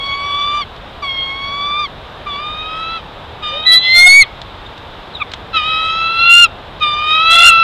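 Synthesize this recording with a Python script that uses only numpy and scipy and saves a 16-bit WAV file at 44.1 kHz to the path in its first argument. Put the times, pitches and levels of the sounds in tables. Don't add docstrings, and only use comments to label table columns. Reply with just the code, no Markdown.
import sys
import numpy as np
from scipy import signal
from scipy.fft import rfft, irfft, next_fast_len
from scipy.io import wavfile
from scipy.ndimage import map_coordinates

SR = 44100
rng = np.random.default_rng(int(sys.argv[2]) if len(sys.argv) > 2 else 0)


def to_wav(s):
    ch = np.atleast_2d(s).T
    pcm = np.round(np.clip(ch, -1, 1) * 32767)
    wavfile.write(sys.argv[1], SR, pcm.astype(np.int16))


N = 336476


def amp(db):
    return 10 ** (np.asarray(db) / 20)


def unit(x):
    return x / np.sqrt(np.mean(x ** 2) + 1e-20)


def along(points, hz):
    f, v = np.transpose(points)
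    return np.interp(np.log(hz + 1), np.log(f + 1), v)


def curves(rows):
    s, *cols = np.transpose(rows)
    return [np.interp(np.arange(N) / SR, s, c) for c in cols]


def gate(start, end, fade):
    t = np.arange(N) / SR
    opening = np.clip((t - start) / fade + .5, 0, 1)
    closing = np.clip((end - t) / fade + .5, 0, 1)
    return opening * closing


def bump(s, length):
    return np.exp(-(2 * (np.arange(N) / SR - s) / length) ** 2)


def wobble(rate):
    knots = rng.standard_normal(int(N * rate / SR) + 4)
    return map_coordinates(knots, [np.arange(N) * rate / SR])


def filtered(x, response):
    m = next_fast_len(N + SR // 2)
    return irfft(rfft(x, m) * response(np.fft.rfftfreq(m, 1 / SR)), m)[:N]


def noise(spectrum):
    return unit(filtered(rng.standard_normal(N), lambda hz: amp(along(spectrum, hz))))


def cycle(pitch):
    return 2 * np.pi * np.cumsum(pitch) / SR


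def tone(phase):
    return np.sqrt(2) * np.cos(phase)


def background(air_db=-33, hiss_db=-39):
    # (frequency [Hz], relative density [dB])
    air_spectrum = [(12, -37), (20, -0.5), (53, 1), (92, 0), (231, -8.5), (303, -9.5), (561, -6),
                    (908, -5.5), (1040, -7.5), (1240, -8), (1310, -10.5), (1620, -12.5), (2000, -22),
                    (2600, -54), (4400, -120)]
    # (frequency [Hz], relative density [dB])
    hiss_spectrum = [(1200, 2), (2000, 5.5), (2800, 6), (3700, 10), (4400, -4), (5100, -8.5), (6000, -17.5),
                     (7500, -20.5), (10000, -26.5), (14000, -24), (16000, -33.5)]
    wind = amp(air_db + 0.17 * wobble(1)) * noise(air_spectrum)
    hiss = amp(hiss_db + 0.4 * wobble(4.43)) * noise(hiss_spectrum)
    return wind + hiss


def forest(x):
    # (frequency [Hz], time to fall 60 dB [s])
    decay_times = [(300, .3), (3000, 0.33), (10000, 0.052)]
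    hz, t, z = signal.stft(rng.standard_normal(SR // 2), SR, nperseg=256)
    decay = amp(-60 * t / along(decay_times, hz)[:, None])
    tail = signal.istft(z * decay, SR, nperseg=256)[1]
    return signal.fftconvolve(x, tail / np.linalg.norm(tail))[:N]


def sticks(t60=0.031, level_db=-4):
    # (time [s], relative level [dB])
    snaps = [(.763, -28), (2.399, -32), (4.416, -18.5), (4.778, -26.5), (5.317, -18.5), (5.336, -11.5),
             (6.798, -26)]
    # (frequency [Hz], relative density [dB])
    stick_spectrum = [(300, -23), (1200, -7.5), (2200, -11.5), (3600, -1), (5000, -17), (7500, -28),
                      (11000, -46.5), (15000, -53.5)]
    t, blows = np.arange(N) / SR, np.zeros(N)
    for s, db in snaps:
        age = np.maximum(t - s, 0)
        edge = 1 - np.exp(-age / 0.00024)
        blows += amp(db - 60 * age / t60) * edge
    return amp(level_db) * blows * noise(stick_spectrum)


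def chirps():
    # (start [s], length [s], start pitch [Hz], end pitch [Hz],
    # first partial [dB], second partial [dB], third partial [dB])
    notes = [(4.227, 0.025, 1327, 1078, -33, -28, -30), (4.654, 0.022, 3800, 3560, -38.5, -68, -85),
             (5.139, 0.046, 4040, 3430, -30, -67, -83), (5.196, 0.039, 1333, 1103, -30, -28, -36)]
    t, out = np.arange(N) / SR, np.zeros(N)
    for s, length, start_hz, end_hz, *partials in notes:
        pitch = np.interp(t, [s, s + length], [start_hz, end_hz])
        phase = cycle(pitch * (1 + 0.02 * wobble(660)))
        swell = gate(s, s + length, fade=length / 5) * amp(4.8 * wobble(150))
        out += swell * sum(amp(db) * tone(k * phase) for k, db in enumerate(partials, 1))
    return out


def glide(start, end, onset_hz, low_hz, top_hz, bend, scoop_hz):
    settle_s, scoop_at_s, scoop_width_s = .05, .09, 0.041
    drop_s, drop_share = .055, .15
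    t = np.arange(N) / SR
    age = np.maximum(t - start, 0)
    climb = np.clip(age / (end - start - drop_s), 0, 1) ** bend
    settling = onset_hz * np.exp(-age / settle_s)
    scoop = scoop_hz * np.exp(-((age - scoop_at_s) / scoop_width_s) ** 2)
    letting_go = np.clip((t - end) / drop_s + 1, 0, 1) ** 2
    return (low_hz + (top_hz - low_hz) * climb + settling - scoop) * (1 - drop_share * letting_go)


def whine(pitch, effort_db, rasp_db, share, low_db, partial_db, jitter, low_jitter=0.0422, shimmer_db=1.02,
          side_db=-0.87, flutter_db=2, waver=0.001454):
    # (frequency [Hz], gain [dB])
    throat = [(1075.0, -11.7), (1130.0, -3.2), (1185.0, -1.5), (1250.0, -3.9), (1330.0, 3.6), (1410.0, 1.7),
              (2150.0, -1.9), (2250.0, -4.9), (2320.0, -11.2), (2400.0, -9.9), (2480.0, -6.9),
              (2600.0, -4.4), (2700.0, 4.2), (2800.0, 7.2), (3220.0, -2.2), (3600.0, -6.8), (4250.0, -5.9)]
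    # (frequency [Hz], relative level [dB])
    overtone_slope = [(4350, -16.5), (4800, -21.5), (5400, -29), (6100, -39), (7000, -40.5), (8200, -50),
                      (10000, -59), (13000, -68.5)]
    # (multiple of the pitch [-], sign of the low voice [-], relative level [dB])
    side_tones = [(1, 1, -13.5), (2, -1, -11.5), (2, 1, 0), (3, -1, -3), (3, 1, -24.5), (4, -1, -19.5),
                  (4, 1, -29.5), (5, 1, -38), (6, 1, -43.5), (7, 1, -48.5)]
    # (frequency [Hz], relative density [dB])
    breath_spectrum = [(300, -30), (600, -10), (1100, -12), (2000, -6), (2600, -6), (3200, 0), (3900, -4),
                       (4500, -20), (5500, -36), (9000, -52)]
    easy_db, second_grows = -23, 0.18
    side_flutter_db = 3.8

    second_db, third_db, overtones_db = partial_db
    strain = np.clip(amp(rasp_db) / 2, 0, 1)
    phase = cycle(pitch * (1 + waver * wobble(40) + (jitter + 0.012 * strain) * wobble(450)))

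    stack = amp(along(throat, pitch)) * tone(phase)
    second_db = second_db + second_grows * (effort_db - easy_db) + 2.0 * wobble(22)
    stack += amp(along(throat, 2 * pitch) + second_db) * tone(2 * phase + np.pi / 2)
    stack += amp(along(throat, 3 * pitch) + third_db + flutter_db * wobble(60)) * tone(3 * phase)
    for k in range(4, 11):
        ripple_db = 3.8 * wobble(16) + 2.5 * wobble(110)
        stack += amp(along(overtone_slope, k * pitch) + overtones_db + ripple_db) * tone(k * phase)

    low_waver = low_jitter * (0.33 + np.sqrt(strain)) * wobble(350) + 0.00814 * wobble(45)
    low = cycle(pitch * share * (1 + low_waver))
    sides = np.zeros(N)
    for k, way, db in side_tones:
        sides += amp(db + side_flutter_db * wobble(300)) * tone(round(k) * phase + np.sign(way) * low)
    turbulence = amp(-15) * noise(breath_spectrum)
    rasp = amp(side_db) * (sides + amp(low_db) * tone(low)) + turbulence
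    return amp(effort_db) * (stack * amp(shimmer_db * wobble(250)) + amp(rasp_db) * rasp)


def mate(pitch_hz=1338, sag_hz_per_s=40, swell_s=.24, effort_db=-13, rasp_db=-13, share=.49, low_db=-15,
         second_db=-2, third_db=-3, overtones_db=-5, jitter=.0022):
    start_s = 7.27
    age = np.maximum(np.arange(N) / SR - start_s, 0)
    pitch = pitch_hz - sag_hz_per_s * (age - swell_s)
    partial_db = (second_db, third_db, overtones_db)
    voice = whine(pitch, effort_db, rasp_db, share, low_db, partial_db, jitter)
    return np.minimum(age / swell_s, 1) * voice


def squeal(jitter=0.0029, side_db=-29, below_db=-12, half_db=-31, rasp_db=-26):
    # (time [s], first partial [dB], second partial [dB])
    squeal_levels = [(3.651, -35, -36.5), (3.668, -15.5, -6.5), (3.755, -12.5, -5.5), (3.78, -20, -5),
                     (3.8, -34.5, -17), (3.875, -12.5, -18.5), (3.995, -5, -6), (4.06, -1, -22.5),
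                     (4.1, -3, -6.5), (4.197, -0.5, -17.5), (4.224, -2.5, -5.5), (4.247, -37.5, -45.5)]
    # (time [s], length [s], gain [dB])
    flares = [(3.738, 0.049, 20), (3.857, .06, 12), (3.988, 0.088, 17.5), (4.072, .03, 25)]
    # (start [s], end [s])
    span = (3.651, 4.244)
    # (onset above low [Hz], low [Hz], top [Hz], bend of the rise [1 = straight], scoop [Hz])
    pitch_shape = (35, 1957, 2256, 1.4, 3.3)
    first_db, second_db = curves(squeal_levels)
    phase = cycle(glide(*span, *pitch_shape) * (1 + jitter * wobble(500)))
    loud = np.hypot(amp(first_db), amp(second_db))
    stack = amp(first_db) * tone(phase) + amp(second_db) * tone(2 * phase)
    overtones = amp(-38) * tone(3 * phase) + amp(-46) * tone(4 * phase)

    third = phase / 3 + .25 * wobble(250)
    around_first = tone(phase + third) + amp(-12.0) * tone(phase - third + np.pi)
    around_second = tone(2 * phase - third) + amp(-32) * tone(2 * phase + third)
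    flare_db = sum(db * bump(s, length) for s, length, db in flares)
    sides = amp(flare_db) * (amp(below_db) * around_first + around_second)

    halfway = tone(phase + phase / 2) + amp(-20.5) * tone(phase / 2) + amp(-13) * tone(2 * phase + phase / 2)
    halves = gate(3.83, 4.22, fade=0.02) * halfway
    ragged = gate(3.81, 4.3, fade=0.04) * wobble(620) * tone(2 * phase - third)

    voice = stack + loud * overtones + amp(side_db + wobble(200)) * sides
    voice += amp(half_db) * halves + amp(rasp_db) * ragged
    return gate(*span, fade=.006) * voice


def eagle(low_db=-17, jitter=0.0032):
    # (start [s], end [s], onset above low [Hz], low [Hz], top [Hz], bend of the rise [1 = straight],
    # scoop [Hz], rasp at start [relative dB], rasp at end [relative dB], low voice at start [share of pitch],
    # low voice at end [share of pitch], second partial [dB], overtones [dB], last push [dB])
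    whine_rows = [(-.2, 0.643, 5.5, 1095, 1183, 1.45, -1, -30.5, -19, 0.76, .54, -0.94, 0, 0),
                  (1.019, 1.873, 104, 1068, 1199, 1.7, 0.5, -31.5, -38.5, 0.49, .7, -0.11, -1, 0),
                  (2.258, 3.012, 52, 1142, 1328, 0.82, 50.5, -21.5, -9, .42, .52, -0.81, -3, -2.5),
                  (3.417, 3.797, 44.5, 1194, 1305, 1.42, 11.5, -10.5, -11, .37, .62, 1, 0.63, -2),
                  (5.529, 6.474, 67.5, 1265, 1409, 1.7, 55.5, -10, -8, .41, .52, 0.73, 0, 2.5),
                  (6.803, 7.529, 129, 1144, 1400, 1.15, -1.5, -18, -5.5, 0.42, .54, 0.27, -2, 3.5)]
    # (time [s], effort [dB], beak opening as gain of the third partial [dB])
    gestures = [
        [(0.0, -24, 2), (0.12, -19.2, 1.3), (0.19, -20.5, -7), (0.33, -18, 0.5), (0.51, -17.5, 2.5),
         (0.55, -15, -9.5), (0.61, -18, -1.5)],
        [(1.03, -16.5, -12), (1.09, -24.5, 6), (1.15, -26, 9), (1.35, -23.5, -1), (1.52, -22, 0.2),
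         (1.72, -17.8, 3), (1.85, -17, -1)],
        [(2.27, -20.5, -8), (2.31, -24.5, 4), (2.4, -23.5, -4.0), (2.6, -27, 8), (2.77, -24.5, -11),
         (2.85, -25.5, 4), (2.98, -26, -4.5)],
        [(3.43, -23, 4.5), (3.47, -23.5, 7), (3.52, -26, 6.5), (3.66, -29, 11.5)],
        [(5.54, -21, 1.3), (5.57, -13, 0), (5.61, -18.5, 0), (5.78, -18, 2.7), (5.98, -20.5, -0.3),
         (6.15, -23, 1.8), (6.23, -18.5, 7), (6.32, -16.5, -6.8), (6.44, -14.5, 2.5)],
        [(6.81, -15.5, -2), (6.83, -11, 1), (6.92, -17.5, 4.2), (7.01, -17.5, -5.5), (7.13, -12, 6),
         (7.2, -13, -2.5), (7.3, -15, 6), (7.42, -17.5, 4.5), (7.49, -11.5, -3)],
    ]
    # (time [s], length [s], rasp gain [dB], low voice gain [dB])
    cracks = [(3.559, 0.13, 5.5, 21), (7.339, 0.11, 13.5, 4.5), (7.424, 0.1, 13.5, 2.5)]
    attack_s, release_s = 0.017, 0.029
    unsteady_s, unsteady_jitter = 0.039, 0.0098
    push_lead_s, push_s = 0.059, 0.21

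    t, rows = np.arange(N) / SR, np.array(whine_rows)
    current = rows[np.maximum(np.searchsorted(rows[:, 0], t) - 1, 0)].T
    (start, end, *shape, rasp_from, rasp_to, share_from, share_to,
     second_db, overtones_db, last_push_db) = current
    progress = np.clip((t - start) / (end - start), 0, 1)
    sounding = np.clip((t - start) / attack_s, 0, 1) * np.clip((end - t) / release_s, 0, 1)
    nearest_end = np.minimum(abs(t - start), abs(end - t))
    unsteady = unsteady_jitter * np.exp(-nearest_end / unsteady_s)

    effort_db, beak_db = curves([point for gesture in gestures for point in gesture])
    push_db = last_push_db * bump(end - push_lead_s, push_s)
    rasp_db = rasp_from + (rasp_to - rasp_from) * progress - 2 * push_db
    rasp_db += sum(db * bump(s, length) for s, length, db, _ in cracks)
    low_voice_db = low_db + sum(db * bump(s, length) for s, length, _, db in cracks)
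    share = share_from + (share_to - share_from) * progress
    partial_db = (second_db, beak_db - push_db, overtones_db)
    pitch = glide(start, end, *shape)
    return sounding * whine(pitch, effort_db + push_db, rasp_db, share, low_voice_db, partial_db,
                            jitter + unsteady)


def scene():
    near = sticks() + chirps() + mate() + squeal() + eagle()
    return (background() + amp(-33.0) * forest(near) + near)[None]


def record(dry):
    # (frequency [Hz], gain [dB])
    treble = [(10000, 0), (14000, -3), (15500, -12)]
    ceiling, top_hz = .93, 15574
    fine = signal.resample_poly(dry[0], 4, 1)
    clipped = signal.resample_poly(np.clip(fine, -ceiling, ceiling), 1, 4)
    return filtered(clipped, lambda hz: amp(along(treble, hz)) * (hz < top_hz))[None]


dry = scene()
out = record(dry)
to_wav(out)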